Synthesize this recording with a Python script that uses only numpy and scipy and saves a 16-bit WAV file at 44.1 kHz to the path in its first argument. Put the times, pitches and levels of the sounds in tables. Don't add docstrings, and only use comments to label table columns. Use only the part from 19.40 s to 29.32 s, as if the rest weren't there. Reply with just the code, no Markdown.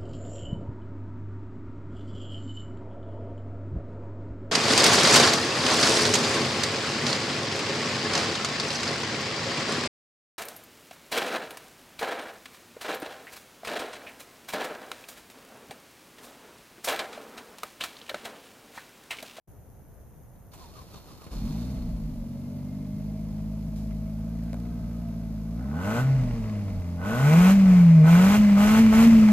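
import sys
import numpy as np
from scipy import signal
from scipy.fft import rfft, irfft
from scipy.io import wavfile

SR = 44100
rng = np.random.default_rng(int(sys.argv[2]) if len(sys.argv) > 2 else 0)


def store_wav(level_fs):
    pcm = np.round(np.clip(np.atleast_2d(level_fs), -1, 1) * 32767)
    wavfile.write(sys.argv[1], SR, pcm.T.astype(np.int16))


N = 437472
T = np.arange(N) / SR
HZ = np.fft.rfftfreq(N, 1 / SR)
CATCH_S, CATCH_ATTACK_S = 1.89, 0.039


def amp(db):
    return 10 ** (np.asarray(db) / 20)


def unit_rms(x):
    return x / np.sqrt(np.mean(x ** 2) + 1e-20)


def value_at(points, hz):
    freq_hz, value = np.transpose(points)
    return np.interp(np.log(hz + 1), np.log(freq_hz + 1), value)


def colour(x, spectrum):
    return unit_rms(irfft(rfft(x) * amp(value_at(spectrum, HZ)), N))


def drift(hz):
    times = np.arange(0, T[-1] + 1, .5 / hz)
    return unit_rms(np.interp(T, times, rng.standard_normal(N // 16)[:len(times)]))


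def resonate(x, hz, width_hz):
    carrier = np.exp(2j * np.pi * np.cumsum(hz * np.ones(N)) / SR)
    pole = np.exp(-np.pi * width_hz / SR)
    return 2 * (carrier * signal.lfilter([1 - pole], [1, -pole], x / carrier + 1e-18)).real


def ring(x, modes):
    response = 1 + sum(amp(db) / (1 + 2j * (HZ - hz) / width) for hz, width, db in modes)
    return irfft(rfft(x) * response, N)


def gate(start, end, attack, release):
    rise = np.clip((T - start) / attack, 0, 1)
    return np.sin(np.pi / 2 * rise) ** 2 * np.exp(-np.maximum(T - end, 0) / release)


def arch(start, length):
    return np.sqrt(np.abs(np.sin(np.pi * np.clip((T - start) / length, 0, 1))))


def lag(x, seconds):
    pole = np.exp(-1 / (seconds * SR))
    return signal.lfilter([1 - pole], [1, -pole], x)


def by_speed(rate, db, octave_db, bend_db=0, mid_hz=110):
    octaves = np.log2(rate / mid_hz)
    return amp(db + octave_db * octaves + bend_db * octaves ** 2)


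def puffs(cycles, decay, steady, spread_db):
    strength = amp(spread_db * rng.standard_normal(4096))[cycles.astype(int)]
    envelope = steady + strength * np.exp(-(cycles % 1) / decay)
    return unit_rms(envelope * rng.standard_normal((2, N)))


# freq_hz, coherence
COHERENCE = [(60, 0.44), (400, 0.68), (700, 1), (1250, 0.49), (2300, 0.91), (4200, 0.62), (7700, 0.14),
             (14000, 0.18)]
# freq_hz, phase_rad
PHASE_LEAD = [(0, -4), (1380, 0.93), (1640, 1.24), (2240, 1), (2840, 1.22), (3700, 1.5), (4390, 1.5),
              (5250, 4), (7580, 0.5), (9730, 13), (11200, 4), (14300, 4.5)]
# freq_hz, level_db
BALANCE = [(200, -1), (500, 2.5), (1000, 1), (2000, 1), (4000, -4), (8000, -1), (14000, -1.5)]
def spatialise(pair):
    first, second = rfft(pair)
    coherence = np.clip(value_at(COHERENCE, HZ), 0, 1)
    mid, side = first * np.sqrt((1 + coherence) / 2), second * np.sqrt((1 - coherence) / 2)
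    lead = np.exp(1j * value_at(PHASE_LEAD, HZ) / 2) * amp(value_at(BALANCE, HZ) / 2)
    return irfft(np.array([(mid + side) * lead, (mid - side) / lead]), N)


# freq_hz, level_db
YARD_SPECTRUM = [(20, 0), (60, 3), (130, 1), (260, -11), (650, -15), (1100, -24.5), (1800, -30.5),
                 (2400, -37), (5000, -47.5), (8000, -54), (14500, -34)]
def yard(level_db=-49.5, width=0.48):
    mid, side = colour(rng.standard_normal((2, N)), YARD_SPECTRUM) * amp(level_db + 0.37 * drift(21))
    return np.array([mid + width * side, mid - width * side]) / np.hypot(1, width)


# freq_hz, level_db
CORONA_SPECTRUM = [(1500, -38), (5200, -6), (6500, 4), (7600, -8.5), (9000, -1.5), (10000, 5.5), (11500, 2),
                   (13000, 8), (14500, -2)]
def power_line(level_db=-66, mains_hz=60):
    sparks = puffs(2 * mains_hz * T, decay=0.89, steady=0.16, spread_db=-1.0)
    return amp(level_db) * colour(sparks, CORONA_SPECTRUM)


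# start_s, length_s, pitch_hz, level_db
IDLE_TONES = [(2.95, 0.99, 2110, -74), (4.6, 1.4, 1572, -74.5), (5.1, 0.66, 1265, -68.5)]
def idle_tones(width_hz=35):
    out = np.zeros(N)
    for start, length, hz, db in IDLE_TONES:
        band = irfft(rfft(rng.standard_normal(N)) / (1 + 2j * (HZ - hz) / width_hz) ** 2, N)
        out += amp(db) * arch(start, length) * unit_rms(band)
    return out


# start_s, level_db, pitch_hz, decay_s, relative_crack_db
IMPACTS = [(0.955, -57, 149, 0.027, -42), (1.135, -54, 900, 0.025, 5), (1.865, -36, 152.5, 0.016, -31),
           (4.36, -66, 5010, 0.08, 10), (5.037, -60, 5010, 0.0012, 11), (5.131, -34, 517, 0.0016, -14),
           (5.1423, -34, 613, 0.0024, -17), (5.2, -62, 5000, 0.0022, 10)]
def knocks(loss_factor=0.36):
    out, t = np.zeros((2, N)), T[:8192]
    for start, db, hz, decay, crack_db in IMPACTS:
        burst = rng.standard_normal((2, len(t))) * np.exp(-t / decay)
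        thud = signal.lfilter(*signal.iirpeak(hz, 1 / loss_factor, fs=SR), burst)
        knock = unit_rms(thud) * burst.std() + amp(crack_db) * burst
        out[:, round(start * SR):][:, :len(t)] += amp(db) * knock
    return out


def alternator(firings, level_db=-58.0, order=12):
    whine = np.sqrt(2) * np.cos(2 * np.pi * order * firings)
    charging = gate(CATCH_S, end=5.9, attack=1.4, release=0.79)
    return amp(level_db) * charging * whine * (1 + .35 * drift(14))


# time_s, whine_db
COMPRESSION_STROKES = [(1.235, -52), (1.391, -51), (1.561, -60), (1.71, -56.5), (1.835, -58)]
# freq_hz, width_hz, gain_db
FLYWHEEL_MODES = [(2520, 400, 2), (3650, 56, 3), (4230, 130, 2.5), (4620, 100, -20)]
# freq_hz, level_db
GEAR_SPECTRUM = [(150, 10), (350, 6.5), (600, 1), (1000, 1.5), (1600, -9.5), (2400, -15.5), (3100, -10.5),
                 (3700, -8.5), (4350, -7), (4900, -7), (6500, -10), (8000, -15.5), (14000, -13)]
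def starter(on_s=1.11, off_s=2.21, spin_up_s=.11, whine_hz=1147, width_hz=67, sag=.12):
    times, whine_db = np.transpose(COMPRESSION_STROKES)
    beats = np.r_[2 * times[0] - times[1], times, 2 * times[-1] - times[-2]]
    phase = 2 * np.pi * np.interp(T, beats, np.arange(len(beats)))
    slack = np.sin(phase / 2) ** 2
    spin_up = 1 - 0.43 * np.exp(-np.maximum(T - on_s, 0) / spin_up_s)
    hz = whine_hz * (1 - sag * np.sin(phase)) * spin_up
    whine = unit_rms(resonate(resonate(rng.standard_normal((2, N)), hz, width_hz), hz, width_hz))
    contacts = puffs(np.cumsum(hz / 9) / SR, decay=1.0, steady=0.91, spread_db=3.0)
    teeth = colour(ring(contacts, FLYWHEEL_MODES), GEAR_SPECTRUM)
    cranking = amp(np.interp(T, times, whine_db) - 22 * slack) * whine + amp(-49 - 5 * slack) * teeth
    overrun = amp(-47) * gate(CATCH_S, off_s, CATCH_ATTACK_S, release=.24) * teeth
    return gate(on_s, CATCH_S, attack=0.017, release=0.025) * cranking + overrun


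# freq_hz, width_hz, gain_db
PIPE_MODES = [(444, 22, 0.5), (587, 10, -0.5), (850, 82, -5), (1076, 60, 3), (1293, 56, 6.5), (1500, 56, 0),
              (1641, 45, -8), (1860, 23, -14), (2046, 46, 18.5), (2200, 36, -3), (2760, 40, 9),
              (2912, 57, 8)]
def pipe(excitation):
    return ring(excitation, PIPE_MODES)


# freq_hz, level_db
CLATTER_SPECTRUM = [(150, 15), (300, 4), (480, 1), (540, 1), (630, 9), (740, -5.5), (1000, -6),
                    (1500, -18.5), (1900, -21), (2300, -15.5), (3100, -18), (5000, -14.5), (8000, -22),
                    (14000, -30.5)]
# freq_hz, level_db
WHIRR_SPECTRUM = [(200, -47), (450, -1), (900, 10), (1300, 7.5), (1800, 5), (2250, 7.5), (2900, -0.5),
                  (3500, -7.5), (5500, -6.5), (8000, -18), (10500, -66), (14500, -30)]
def engine_block(rate, firings, flare, pipe_share=0.13, flare_db=-2.0):
    clatter = colour(puffs(firings, decay=0.95, steady=1.0, spread_db=0.5), CLATTER_SPECTRUM)
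    clatter *= by_speed(rate, db=-41.0, octave_db=8, bend_db=2.5) * amp(flare_db * flare)
    flow = puffs(firings, decay=0.71, steady=1.0, spread_db=5.0)
    whirr = colour((1 - pipe_share) * flow + pipe_share * pipe(flow), WHIRR_SPECTRUM)
    return clatter + by_speed(rate, db=-53.5, octave_db=14.5, bend_db=1.8) * whirr


# freq_hz, level_db
RASP_SPECTRUM = [(150, 14), (330, 4), (800, 9), (1300, 5), (1750, 2), (2100, -16), (2900, -25),
                 (3600, -18.5), (6000, -57.5), (14000, -43)]
def blowdown(rate, firings, load, gas_share=.65, howl_hz=1485, width_hz=110):
    count = firings.astype(int)
    cylinder_db = np.array([2.5, -2.5, .8, -3.5])[count % 4]
    strength = amp(cylinder_db + 2 * rng.standard_normal(4096)[count])
    cracks = unit_rms(-np.diff(count, prepend=0) * strength / np.sqrt(rate))
    gas = puffs(firings, decay=.28, steady=.35, spread_db=2.5)
    drive = np.sqrt(1 - gas_share) * np.array([cracks, np.roll(cracks, 70)]) + np.sqrt(gas_share) * gas
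    rasp = colour(pipe(drive), RASP_SPECTRUM)
    howl = unit_rms(resonate(resonate(drive, howl_hz, width_hz), howl_hz, width_hz))
    howl *= amp(np.interp(rate, [58.12, 83.85, 120, 200], [-17, -7.5, -6, -15]))
    return load * by_speed(rate, db=-35, octave_db=7) * (rasp + howl)


# freq_hz, level_db
JET_SPECTRUM = [(700, -8), (1800, 13.5), (2700, 14), (3600, 6.5), (4600, 3.5), (6500, 5.5), (8500, 2),
                (10500, -3.5), (12200, 5), (14500, -1.5)]
def gas_jet(rate, firings, load):
    driven = lag(load ** 1.7, seconds=0.015) * by_speed(rate, db=-44.5, octave_db=14, bend_db=-2.5)
    coasting = by_speed(rate, db=-70.5, octave_db=28.5)
    rush = colour(puffs(firings, decay=1.0, steady=1.0, spread_db=2.0), JET_SPECTRUM)
    return (driven + coasting) * rush


# freq_hz, gain_db
PIPE_RESPONSE = [(240, -13.5), (320, -6), (400, -9.5), (462, 9), (525, -8.5), (628, 8), (720, -11),
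                 (820, -1), (930, -15), (1090, -8.5), (1350, -20), (1480, -18.5), (1700, -17.5), (2400, -6),
                 (3200, -39)]
def snarl(rate, firings, load, half_order_db=-5, load_db=9):
    partials = np.zeros(N)
    for order in np.arange(3, 33) / 2:
        gain = amp(value_at(PIPE_RESPONSE, rate * order) + half_order_db * (order % 1 > 0))
        flutter = 1 + .35 * drift(13)
        partials += gain * flutter * np.cos(2 * np.pi * (order * firings + rng.random()))
    return by_speed(rate, db=-48.0, octave_db=12, bend_db=-4.5) * amp(load_db * load) * partials / 2


def lope(rate, sputter, sputter_db=-4):
    hz = 41 + 8 * drift(16)
    flutter = np.cos(2 * np.pi * np.cumsum(hz) / SR) * (1 + 0.27 * drift(30))
    return np.sqrt(2) * (amp(sputter_db) * sputter + by_speed(rate, db=-64, octave_db=-4)) * flutter


def acceleration(rate, hard_octaves_per_s=0.71):
    return lag(np.tanh(np.gradient(np.log2(rate)) * SR / hard_octaves_per_s), seconds=.08)


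# freq_hz, gain_db
MUFFLER_RESPONSE = [(20, -28.5), (55, -11), (90, -2.5), (110, -0.5), (140, 1), (168, 5), (188, -2.5),
                    (210, 5.5), (252, 0.5), (268, -11.5), (304, -10.5), (350, -45), (465, -34), (720, -58)]
# firing_rate_hz, level_db
BOOM_LEVELS = [(46, -52), (51.5, -45.5), (53.3, -36.5), (75, -35.5), (101, -30.5), (115, -34), (133, -19),
               (150, -13.5), (172, -11), (192, -13.5), (212, -16), (226, -11.5)]
def muffler(rate, firings, load, flare, sputter, half_order_db=-16, quarter_order_db=-17):
    boom = amp(value_at(BOOM_LEVELS, rate) - 1.5 * load - 0.48 * drift(6)) + amp(-39) * flare
    fundamental = boom * np.cos(2 * np.pi * firings) * (1 + 0.087 * drift(25))
    firing_up = gate(CATCH_S, T[-1], attack=0.16, release=1)
    effort = amp(2 * load + 2 * acceleration(rate))
    overtone_gain = by_speed(rate, db=-37.5, octave_db=5.5, bend_db=1) * effort * firing_up
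    overtones = np.zeros(N)
    for harmonic in np.r_[2:4, 5:37]:
        hz = rate * harmonic / 4
        imbalance_db = (0, quarter_order_db, half_order_db, quarter_order_db)[harmonic % 4]
        level_db = value_at(MUFFLER_RESPONSE, hz) + imbalance_db * np.interp(hz, [130, 250], [1.4, .65])
        offset = rng.random() if imbalance_db else harmonic ** 2 / 200
        overtones += amp(level_db) * np.cos(2 * np.pi * (harmonic / 4 * firings + offset))
    unevenness = by_speed(rate, db=-45, octave_db=6.0, bend_db=3) + amp(-8) * sputter
    gas = puffs(firings, decay=0.13, steady=0.064, spread_db=5)[0]
    burble = firing_up * unevenness * colour(gas, MUFFLER_RESPONSE)
    return np.sqrt(2) * (fundamental + overtone_gain * overtones) + burble


# time_s, firing_rate_hz
ENGINE_SPEED = [(1.9, 26.4), (2.1, 50), (2.3, 65), (2.82, 45.3), (3.7, 52.76), (4.7, 53.52), (5.25, 58),
                (5.55, 57.21), (6.05, 53.75), (6.19, 59.14), (6.33, 74.5), (6.61, 127.5), (6.7, 136),
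                (7.02, 110.5), (7.24, 101), (7.45, 87), (7.6, 86), (7.85, 141.5), (8.02, 179.5),
                (8.15, 199), (8.62, 155.5), (8.75, 172), (8.97, 212), (9.16, 199.5), (9.41, 225.5),
                (9.5, 217), (9.66, 231.5), (9.92, 209)]
# open_s, close_s, attack_s, release_s, strength_db
THROTTLE_PUSHES = [(4.3, 6.312, 0.8, 0.1, -22), (6.153, 6.35, 0.044, .05, -13.5),
                   (6.266, 6.585, 0.23, 0.054, 0.5), (7.551, 8.109, 0.12, 0.018, 0.5),
                   (8.23, 8.41, .05, 0.027, -10), (8.601, 8.959, 0.085, 0.014, 0),
                   (9.147, 9.391, 0.037, 0.014, -1.5), (9.5, 9.634, 0.034, 0.029, -2)]
# start_s, length_s, strength_db
MISFIRES = [(1.89, 0.23, -29.5), (2.312, 0.43, -30.5), (2.752, 0.077, -33), (5.393, 0.074, -34),
            (6.717, 0.36, -29), (7.28, .16, -32.5), (8.227, 0.19, -32), (8.958, 0.071, -30),
            (9.136, 0.068, -48), (9.245, 0.078, -34), (9.44, 0.46, -34)]
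def scene():
    rate = np.interp(T, *np.transpose(ENGINE_SPEED))
    firings = np.cumsum(rate * (1 + .003 * drift(20))) / SR
    running = gate(CATCH_S, T[-1], CATCH_ATTACK_S, release=1)
    flare = gate(CATCH_S, end=1.8, attack=0.34, release=0.15)
    load = sum(amp(db) * gate(*timing) for *timing, db in THROTTLE_PUSHES)
    sputter = sum(amp(db) * arch(start, length) for start, length, db in MISFIRES)
    tonal = muffler(rate, firings, load, flare, sputter) + lope(rate, sputter)
    tonal += snarl(rate, firings, load) + alternator(firings) + idle_tones()
    noisy = engine_block(rate, firings, flare) + blowdown(rate, firings, load)
    noisy += gas_jet(rate, firings, load)
    wide = spatialise(running * noisy + starter() + knocks())
    central = running * tonal * amp([[.15], [-.15]])
    return central + wide + yard() + power_line()


def record(dry, low_cut_hz=27, high_cut_hz=14620):
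    fade_in = np.interp(T, [.073, .08], [.01, 1])
    high_pass = signal.butter(3, low_cut_hz, "high", fs=SR, output="sos")
    low_pass = signal.firwin(511, high_cut_hz, window=("kaiser", 9), fs=SR)
    return signal.oaconvolve(signal.sosfilt(high_pass, dry * fade_in), low_pass[None], "same")


dry = scene()
out = record(dry)
store_wav(out)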